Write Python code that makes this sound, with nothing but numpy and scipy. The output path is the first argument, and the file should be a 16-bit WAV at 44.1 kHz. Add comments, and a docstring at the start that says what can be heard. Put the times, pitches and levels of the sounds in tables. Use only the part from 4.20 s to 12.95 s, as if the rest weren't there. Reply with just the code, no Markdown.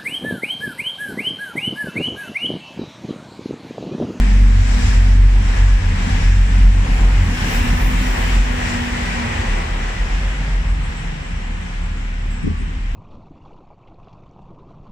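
"""At a station platform, a diesel train with an engine under every car rolls past and away; another idles close by.
Wavering sine tones make the exhaust throb, gear and engine hums, the idle and a faint whine; shaped noise makes the
roar of rails, wheels and fans, the ringing discs, the turbocharger whistle, the air puffs, the wind and a tick.
It is heard through two spaced ports, and a gain control ducks when the sound is loud."""
import sys
import numpy as np
from scipy import signal
from scipy.fft import rfft, irfft, next_fast_len
from scipy.io import wavfile
from scipy.ndimage import uniform_filter1d, map_coordinates

SR = 44100
rng = np.random.default_rng(int(sys.argv[2]) if len(sys.argv) > 2 else 0)


def dump_mix(stems):
    """Bounce the given channels to the path in sys.argv[1] as a 16-bit WAV at rate SR."""
    frames = np.atleast_2d(stems).T  # one column per channel
    limited = np.clip(frames, -1, 1)  # hard clip at full scale
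    pcm = np.round(limited * 32767).astype(np.int16)
    wavfile.write(sys.argv[1], SR, pcm)


def volts_from_decibels(level):
    """Turn decibel levels (scalar or array-like) into linear amplitude factors."""
    exponent = np.asarray(level, float) / 20
    return 10 ** exponent


N = 385875  # samples: 8.75 s


def unit(x):
    """Scales a sound to rms 1."""
    return x / np.sqrt(np.mean(np.abs(x) ** 2) + 1e-20)


def along(points, hz):
    """Reads a (pitch, value) table at any pitch, on a log pitch axis."""
    f, v = np.transpose(points)
    return np.interp(np.log(hz + 1), np.log(f + 1), v)


def curves(rows):
    """One value per sample for each column after the time, then a mask that is true while the table lasts."""
    s, *columns = np.transpose(rows)
    t = np.arange(N) / SR
    lasts = (t >= s[0]) & (t <= s[-1])
    return [np.interp(t, s, column) for column in columns] + [lasts]


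def wobble(rate):
    """A smooth random curve through `rate` random points a second."""
    points = rng.standard_normal(int(N * rate / SR) + 4)
    return map_coordinates(points, [np.arange(N) * rate / SR])


def filtered(x, response):
    """Multiplies each pitch in x by response(hz); the ends are mirrored so that they do not ring."""
    pad = 4096
    x = np.pad(x, [(0, 0), (pad, pad)], mode="reflect")
    size = next_fast_len(N + 3 * pad)
    hz = np.fft.rfftfreq(size, 1 / SR)
    return irfft(rfft(x, size) * response(hz), size)[:, pad:pad + N]


def coloured(x, spectrum):
    """Shapes x by (pitch_hz, level_db) points, silent outside them."""
    lowest, highest = spectrum[0][0], spectrum[-1][0]
    return filtered(x, lambda f: volts_from_decibels(along(spectrum, f)) * (f > lowest) * (f < highest))


def tone(hz, db, waver_db, drift):
    """A sine around rms db whose level wavers and whose phase drifts by some radians."""
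    cycles = np.cumsum(hz * np.ones(N)) / SR + rng.random()
    phase = 2 * np.pi * cycles + drift * wobble(6)
    return np.sqrt(2) * volts_from_decibels(db + waver_db * wobble(9)) * np.sin(phase)


def band(hz, width_hz):
    """Noise of rms 1 crowded round a centre pitch that may move."""
    carrier = 2 * np.pi * np.cumsum(hz * np.ones(N)) / SR
    return unit(wobble(width_hz) * np.cos(carrier) + wobble(width_hz) * np.sin(carrier))


def heard(x, lead_ms):
    """Places one sound: it reaches the left port lead_ms before the right."""
    shift = lead_ms * SR / 2000  # samples: half the lead for each port
    return np.array([map_coordinates(x, [np.arange(N) + side * shift], mode="nearest") for side in (1, -1)])


# share of each pitch that arrives straight, not from the walls: pitch_hz, share_0_to_1
STRAIGHT_SHARE = [(100, 0.57), (450, 0.53), (800, 0.19), (1400, 0.1), (2200, 0.22), (5000, 0.02),
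                  (15000, 0.06)]
PORT_GAP_M = 0.3


def rush(spectrum, lead_ms, patchy_db):
    """Patchy stereo noise, rms 1 in the middle: part comes from one bearing, part from all round."""
    hz, t, (near, a, b) = signal.stft(rng.standard_normal((3, N)), SR, nperseg=1024)
    lead_then = np.interp(t, np.arange(N) / SR, lead_ms)
    turn = np.exp(1j * np.pi * np.outer(hz, lead_then) / 1000)  # half the lead at each port
    # sound from all round is less alike at the two ports the higher its pitch; sound travels at 343 m/s
    half = np.arccos(np.sinc(2 * hz * PORT_GAP_M / 343))[:, None] / 2
    share = np.clip(along(STRAIGHT_SHARE, hz), 0, 1)[:, None]
    straight = np.sqrt(share) * near
    around = np.sqrt(1 - share)
    left = straight * turn + around * (np.cos(half) * a + np.sin(half) * b)
    right = straight / turn + around * (np.cos(half) * a - np.sin(half) * b)
    # smooth the random patches over pitch, then over time
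    patches = uniform_filter1d(rng.standard_normal(a.shape), 24, 0)
    patches = unit(uniform_filter1d(patches, 7, 1))
    pair = signal.istft(np.array([left, right]) * volts_from_decibels(patchy_db * patches), nperseg=1024)[1][:, :N]
    pair = coloured(pair, spectrum)
    return pair / np.std(pair.mean(axis=0))


# exhaust firing tone, beating as the cars go by: time_s, level_db
FIRING_LEVEL = [(0, -7), (.22, 1), (.46, -4.5), (.62, -15.5), (.8, -3.5), (1.08, -2), (1.3, -8.5),
                (1.45, -4), (1.54, -4.5), (1.65, -19), (1.92, -25), (2.1, -4), (2.3, -9.5), (2.48, -1),
                (2.72, -12), (2.88, -2), (3.03, -7.5), (3.19, -29), (3.65, -14.5), (4.05, -19.5), (4.2, -8),
                (4.4, -29), (5.6, -29.5), (6.02, -17), (6.18, -22), (6.5, -14), (6.7, -35), (6.9, -48)]
# the tone about an octave above: time_s, level_db
OCTAVE_LEVEL = [(0, -34), (.24, -9.5), (.32, -18), (.4, -7.5), (.57, -28.5), (.96, -7), (1.12, -16),
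                (1.2, -11.5), (1.3, -21), (1.52, -16.5), (1.9, -23), (2.16, -14.5), (2.3, -17.5),
                (2.48, -14), (2.72, -24.5), (3.04, -13), (3.17, -32), (3.5, -27), (4.4, -32.5), (5.3, -48)]
# pitches at the start, and how fast they sag; the octave sits a little apart and sags faster
FIRING_HZ, FIRING_SAG_HZ_PER_S = 45.7, 0.0983
OCTAVE_HZ, OCTAVE_SAG_HZ_PER_S = 93.24, 1.1
NEIGHBOUR_HZ, NEIGHBOUR_DB = 4.5, -9  # the next car's octave runs this much lower and beats with the first


def exhaust(lead_ms):
    """Each engine's regular firing makes a low tone; two cars' octaves, close in pitch, beat together."""
    t = np.arange(N) / SR
    firing_db, firing_on = curves(FIRING_LEVEL)
    octave_db, octave_on = curves(OCTAVE_LEVEL)
    octave_hz = OCTAVE_HZ - OCTAVE_SAG_HZ_PER_S * t
    firing = firing_on * tone(FIRING_HZ - FIRING_SAG_HZ_PER_S * t, firing_db, waver_db=1.4, drift=.3)
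    octave = octave_on * tone(octave_hz, octave_db, waver_db=1.4, drift=.7)
    neighbour = octave_on * tone(octave_hz - NEIGHBOUR_HZ, octave_db + NEIGHBOUR_DB, waver_db=2.5, drift=.4)
    return heard(firing + octave + neighbour, .5 * lead_ms)


# gear and engine hums, one row a hum, before the overtone levels; the last two rise as engines rev:
# middle_s, pitch_then_hz, glide_hz_per_s, level_db, time_either_side_to_fall_6_db_s
HUMS = [(.3, 204, -13, -24, 0.35), (.2, 241.2, -1.5, -25.5, 0.8), (2.3, 188.3, -6, -26.5, .55),
        (3.55, 240.3, -2.5, -30, 0.2), (4.25, 246.6, -12, -27.5, 0.9), (6.6, 140, 10, -37, .6),
        (7.1, 169, 11.5, -38.5, 1.3)]
# overtones of every hum: multiple_of_pitch, level_db
HUM_OVERTONES = [(1, -1), (2, -20), (3, -19), (4, -15)]


def gear_and_engine_hums(lead_ms):
    """Turning gears and engines hum at gliding pitches with overtones; each hum swells and fades."""
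    t = np.arange(N) / SR
    total = 0
    for s, hz, glide, db, reach_s in HUMS:
        pitch_hz = hz + glide * (t - s)
        swell_db = db - 6 * np.abs((t - s) / reach_s) ** 4
        for k, overtone_db in HUM_OVERTONES:
            total = total + tone(k * pitch_hz, swell_db + overtone_db, waver_db=3.0, drift=0.39 * k)
    return heard(total, lead_ms)


# levels of the low noises: time_s, boom_db, engine_growl_db
BASS_LEVELS = [(0, -25, -21.5), (.7, -22.5, -26), (1, -13, -23.5), (1.5, -28.5, -25.5), (1.9, -25.5, -29),
               (2.3, -26, -24.5), (2.75, -34, -21.5), (3, -19, -21.5), (3.6, -26.5, -25.5),
               (4.25, -30.5, -26), (4.6, -25, -29.5), (5.5, -29, -31.5), (6.5, -28.5, -35),
               (7.5, -31.5, -37.5), (8.75, -30, -37)]
# colour of the boom: pitch_hz, relative_level_db
BOOM_COLOUR = [(16, -19), (25, -16), (34, -16), (46, -6), (60, 2.5), (75, -3), (100, -4.5), (120, -14.5),
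               (145, -44)]
# colour of the engine growl: pitch_hz, relative_level_db
GROWL_COLOUR = [(85, -3.5), (110, -2), (180, 0.5), (260, -4), (300, -10), (380, -21.5), (450, -29.5)]


def boom_and_growl(lead_ms):
    """Two low noises, a wavering boom and an engine growl, swell and fade by their own level curves."""
    boom_db, growl_db, _ = curves(BASS_LEVELS)
    boom = volts_from_decibels(boom_db + 2.9 * wobble(4)) * rush(BOOM_COLOUR, 0.37 * lead_ms, patchy_db=-1.55)
    growl = volts_from_decibels(growl_db) * rush(GROWL_COLOUR, 0.35 * lead_ms, patchy_db=1.26)
    return boom + growl


# wheel roar, swelling unevenly and fading with distance: time_s, level_db
WHEEL_ROAR = [(0, -28), (.25, -31), (.55, -27.5), (1, -31), (1.3, -28), (1.5, -29.5), (1.8, -30),
              (2.1, -31), (2.75, -28), (3.5, -29), (4.25, -28.5), (4.7, -31), (5, -30), (5.5, -33),
              (5.8, -34), (6.5, -37.5), (7.5, -40), (8.75, -44)]
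# colour of the rail noise: pitch_hz, relative_level_db
RAIL_COLOUR = [(280, -38), (340, -0.5), (420, -3), (500, -0.5), (610, -4.5), (780, 1.5), (990, 0.5),
               (1300, -4.5), (1600, -23)]
RAIL_DB = -3.5  # relative to the wheel roar
TAIL_S, RAIL_SWELL_DB = 5.4, 2  # the last car has passed, and the rails swell


def rails(lead_ms):
    """Rail noise follows the wheel roar and swells briefly around the passing of the tail."""
    t = np.arange(N) / SR
    wheel_db, _ = curves(WHEEL_ROAR)
    swell_db = RAIL_SWELL_DB * np.exp(-((t - TAIL_S) / .5) ** 2)
    level_db = wheel_db + RAIL_DB + swell_db + 0.65 * wobble(2.84)
    return volts_from_decibels(level_db) * rush(RAIL_COLOUR, lead_ms, patchy_db=0.74)


# colour of the wheel roar: pitch_hz, relative_level_db
WHEEL_COLOUR = [(1200, -11.5), (1450, -3), (1700, 0), (1950, 0), (2500, -3.5), (3100, -6.5), (3600, -12),
                (4400, -21)]
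# colour of the fan noise: pitch_hz, relative_level_db
FAN_COLOUR = [(3600, -2.5), (4200, -1.5), (5700, 0.5), (6400, -4), (7500, -1), (8000, -3), (8150, -8),
              (9300, -9.5), (10000, -21.5), (12000, -26.5), (14500, -25), (15200, -29), (15400, -58)]
FAN_DB, FAN_LOSS_DB_PER_S = -7.5, .5  # relative to the roar; the air dulls the fans as the train draws off
FAN_PASS_S, FAN_SWELL_DB, FAN_REACH_S = 0.61, 3.5, .2  # one fan passes close
AIR_HZ, AIR_LOSS_DB_PER_S = 9800, 1.5  # above this pitch the air eats fan noise once the tail has passed
WAITING_MS = .22  # the waiting train's sound reaches the left port this much earlier


def wheels_and_fans(lead_ms):
    """Two treble noises flutter as one; once the train is far they come from the waiting train's side."""
    t = np.arange(N) / SR
    wheel_db, _ = curves(WHEEL_ROAR)
    high_ms = np.where(t < 6.1, lead_ms, WAITING_MS)
    flutter_db = wobble(6)
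    wheels = volts_from_decibels(wheel_db + 0.43 * flutter_db) * rush(WHEEL_COLOUR, high_ms, patchy_db=0.5)
    pass_db = FAN_SWELL_DB * np.exp(-((t - FAN_PASS_S) / FAN_REACH_S) ** 2)
    fan_db = wheel_db + FAN_DB - FAN_LOSS_DB_PER_S * t + pass_db
    fans = volts_from_decibels(fan_db + 0.85 * flutter_db) * rush(FAN_COLOUR, high_ms, patchy_db=1.0)
    lost_share = 1 - volts_from_decibels(-AIR_LOSS_DB_PER_S * np.maximum(t - TAIL_S, 0))
    fans = fans - lost_share * filtered(fans, lambda f: f > AIR_HZ)
    return wheels + fans


# wheel discs ring as narrow noise: pitch_hz, width_hz, level_relative_to_roar_db, strongest_at_s
DISC_RINGS = [(1670, 60, -12, 1.6), (1883, 60, -11.5, 4.8), (1980, 60, -11, 5.3), (1744, 60, -15.5, 3.8)]
DISC_REACH_S = 1.3  # either side, to fall 6 dB


def discs(lead_ms):
    """Each wheel mode swells and fades by itself as the axles go by."""
    t = np.arange(N) / SR
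    wheel_db, _ = curves(WHEEL_ROAR)
    ring = 0
    for hz, width_hz, db, s in DISC_RINGS:
        ring_db = db - 6 * ((t - s) / DISC_REACH_S) ** 2 + 2.6 * wobble(4.02)
        ring = ring + volts_from_decibels(ring_db) * band(hz, width_hz)
    return heard(volts_from_decibels(wheel_db) * ring, lead_ms)


# one pass: nearest moment, time to cover the nearest distance, pitch then, Doppler swing each way
TURBO_S, TURBO_REACH_S, TURBO_HZ, DOPPLER_HZ = 3.58, .45, 14600, 400
# levels at the nearest point, before the port gains; a beam over 1 falls off faster than 1 / distance
WHISTLE_DB, WHISTLE_BEAM = -46, 2.2
HISS_DB, HISS_BEAM = -50.5, 1.56


def turbo():
    """A breathy turbocharger whistle falls in pitch as it passes, with a lower hiss; unlike at the two ports."""
    past = (np.arange(N) / SR - TURBO_S) / TURBO_REACH_S
    far_db = 10 * np.log10(1 + past ** 2)
    hz = TURBO_HZ - DOPPLER_HZ * past / np.sqrt(1 + past ** 2)
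    stutter_db = wobble(12)
    whistle_db = WHISTLE_DB - WHISTLE_BEAM * far_db + 2.1 * stutter_db
    hiss_db = HISS_DB - HISS_BEAM * far_db + 1.8 * stutter_db

    def port():
        """Fresh noise for one port, at the shared pitch and level."""
        whistle = volts_from_decibels(whistle_db + 1.2 * wobble(14)) * band(hz, width_hz=1100)
        return whistle + volts_from_decibels(hiss_db) * band(0.683 * hz, width_hz=1300)

    return volts_from_decibels([[1.5], [4.5]]) * np.array([port(), port()])  # left and right gain


# a faint whine from the far train: time_s, pitch_hz, level_db
FAR_WHINE = [(7.3, 1500, -70), (7.65, 1425, -54), (8.0, 1280, -55), (8.3, 1150, -53), (8.5, 1120, -55),
             (8.75, 1090, -66)]


def whine(lead_ms):
    """A thin sine tone that sinks in pitch as the train draws off."""
    hz, db, on = curves(FAR_WHINE)
    return heard(on * tone(hz, db, waver_db=2.5, drift=.6), lead_ms)


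# the waiting train's idle, before the tone offsets below: time_s, level_db
IDLE_LEVEL = [(0, -27), (1.2, -17), (2.5, -16.5), (4.4, -25.5), (5.1, -47), (5.3, -17.5), (5.55, -24),
              (6.9, -31), (7.6, -23), (8.75, -23.5)]
IDLE_HZ = 37.82


def idle():
    """The waiting engine's low firing tone, with two weak tones above it."""
    idle_db, _ = curves(IDLE_LEVEL)
    parts = [(1, 1), (2, -11.5), (6.35, -25)]  # multiple of the pitch, offset in dB
    throb = sum(tone(k * IDLE_HZ, idle_db + db, waver_db=3.0, drift=0.28) for k, db in parts)
    return heard(throb, WAITING_MS)


# air puffs, before their rise and fade: start_s, level_db, upper_band_relative_db, fade_s
AIR_PUFFS = [(6.06, -52, -9, 0.033), (6.16, -54, -9, 0.042), (6.48, -45, -6, 0.032), (6.63, -45, -3, 0.031),
             (6.765, -40, -14, 0.036), (7.02, -46, -13, 0.061), (7.40, -52, -8.5, 0.054),
             (7.6, -54, -5, 0.049), (8.10, -42, -19, 0.064), (8.225, -49, -6, 0.023),
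             (8.37, -51, -7, 0.061)]


def air_puffs():
    """Short puffs of compressed air from the waiting train hiss in two bands, rise fast and die away."""
    low, high = band(7600, width_hz=760), band(8880, width_hz=270)
    hiss = 0
    for s, db, high_db, fade_s in AIR_PUFFS:
        age = np.maximum(np.arange(N) / SR - s, 0) / fade_s
        envelope = (1 - np.exp(-6 * age)) * np.exp(-age)
        hiss = hiss + volts_from_decibels(db) * envelope * (low + volts_from_decibels(high_db) * high)
    return heard(hiss, WAITING_MS)


# buffets of wind, before the gains of push and eddies: peak_s, strength_db, rise_s, fade_s
WIND_BUFFETS = [(8.245, -17.5, 0.007, 0.025), (8.276, -15.5, 0.0065, 0.0098), (8.313, -22, .012, 0.013),
                (8.41, -27.5, .015, .04)]


def gust():
    """Low turbulence: blunt pushes felt by both ports, flutter mostly at the left."""
    t = np.arange(N) / SR
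    strength = 0
    for s, db, rise_s, fade_s in WIND_BUFFETS:
        strength = strength + volts_from_decibels(db) * np.exp(-np.abs(t - s) / np.where(t < s, rise_s, fade_s))
    push = coloured(rng.standard_normal((1, N)), [(40, -10.5), (85, 0.5), (170, -4), (300, -30)])
    eddies = coloured(rng.standard_normal((2, N)), [(90, -10), (190, 1.5), (400, -16.0), (600, -38), (900, -70)])
    return strength * (volts_from_decibels(-2.5) * unit(push) + volts_from_decibels([[1.5], [-4]]) * unit(eddies))


TICK_S, TICK_DB, TICK_FADE_S = 8.127, -46, .002  # level before the treble filter


def tick():
    """One short, faint crack of treble noise nearby."""
    age = (np.arange(N) / SR - TICK_S) / TICK_FADE_S
    crack = rng.standard_normal((2, N)) * (age > 0) * np.exp(-np.abs(age))
    return volts_from_decibels(TICK_DB) * filtered(crack, lambda f: 1j * f / (7000 + 1j * f))  # weaker below 7 kHz


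# side from which the passing train's sound comes, swapping as it passes and again late:
# time_s, left_port_leads_by_ms
TRAIN_SIDE = [(0, 0.54), (2.5, 0.52), (3.5, -0.54), (5.8, -0.48), (6.6, 0.61), (8.75, 0.58)]


def scene():
    """Both trains, the wind and the tick at the two ports."""
    lead_ms = curves(TRAIN_SIDE)[0]
    engines = exhaust(lead_ms) + gear_and_engine_hums(lead_ms)
    rolling = boom_and_growl(lead_ms) + rails(lead_ms) + wheels_and_fans(lead_ms) + discs(lead_ms)
    passing = engines + rolling + turbo() + whine(lead_ms)
    waiting = idle() + air_puffs()
    return passing + waiting + gust() + tick()


def low_pass(x):
    """Removes everything above the highest recorded frequency."""
    return signal.sosfilt(signal.butter(12, 16550, fs=SR, output="sos"), x)


# left port minus right port: pitch_hz, difference_db
PORT_DIFFERENCE = [(300, 0), (1500, 0.3), (2500, 2.5), (6000, 4), (8500, 2.5), (12000, -11.5), (15000, 3)]


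def record(dry):
    """The ports differ in colour and stop at 15.3 kHz; gain control takes back nearly half of each dB over -17."""
    x = filtered(dry, lambda f: volts_from_decibels(along(PORT_DIFFERENCE, f) * np.array([[.5], [-.5]])) * (f < 15300))
    keep = np.exp(-1 / (.06 * SR))  # power is averaged over about 0.06 s
    # the average starts high, so the gain starts ducked
    power = signal.lfilter([1 - keep], [1, -keep], x.mean(axis=0) ** 2, zi=[.4])[0]
    over_db = np.maximum(10 * np.log10(power + 1e-12) + 17, 0)
    x = x * volts_from_decibels(-.47 * over_db)
    x = x / (1 + np.abs(x / 0.99) ** 6) ** (1 / 6)  # the loudest peaks are rounded off
    return low_pass(x)


dry = scene()
out = record(dry)
dump_mix(out)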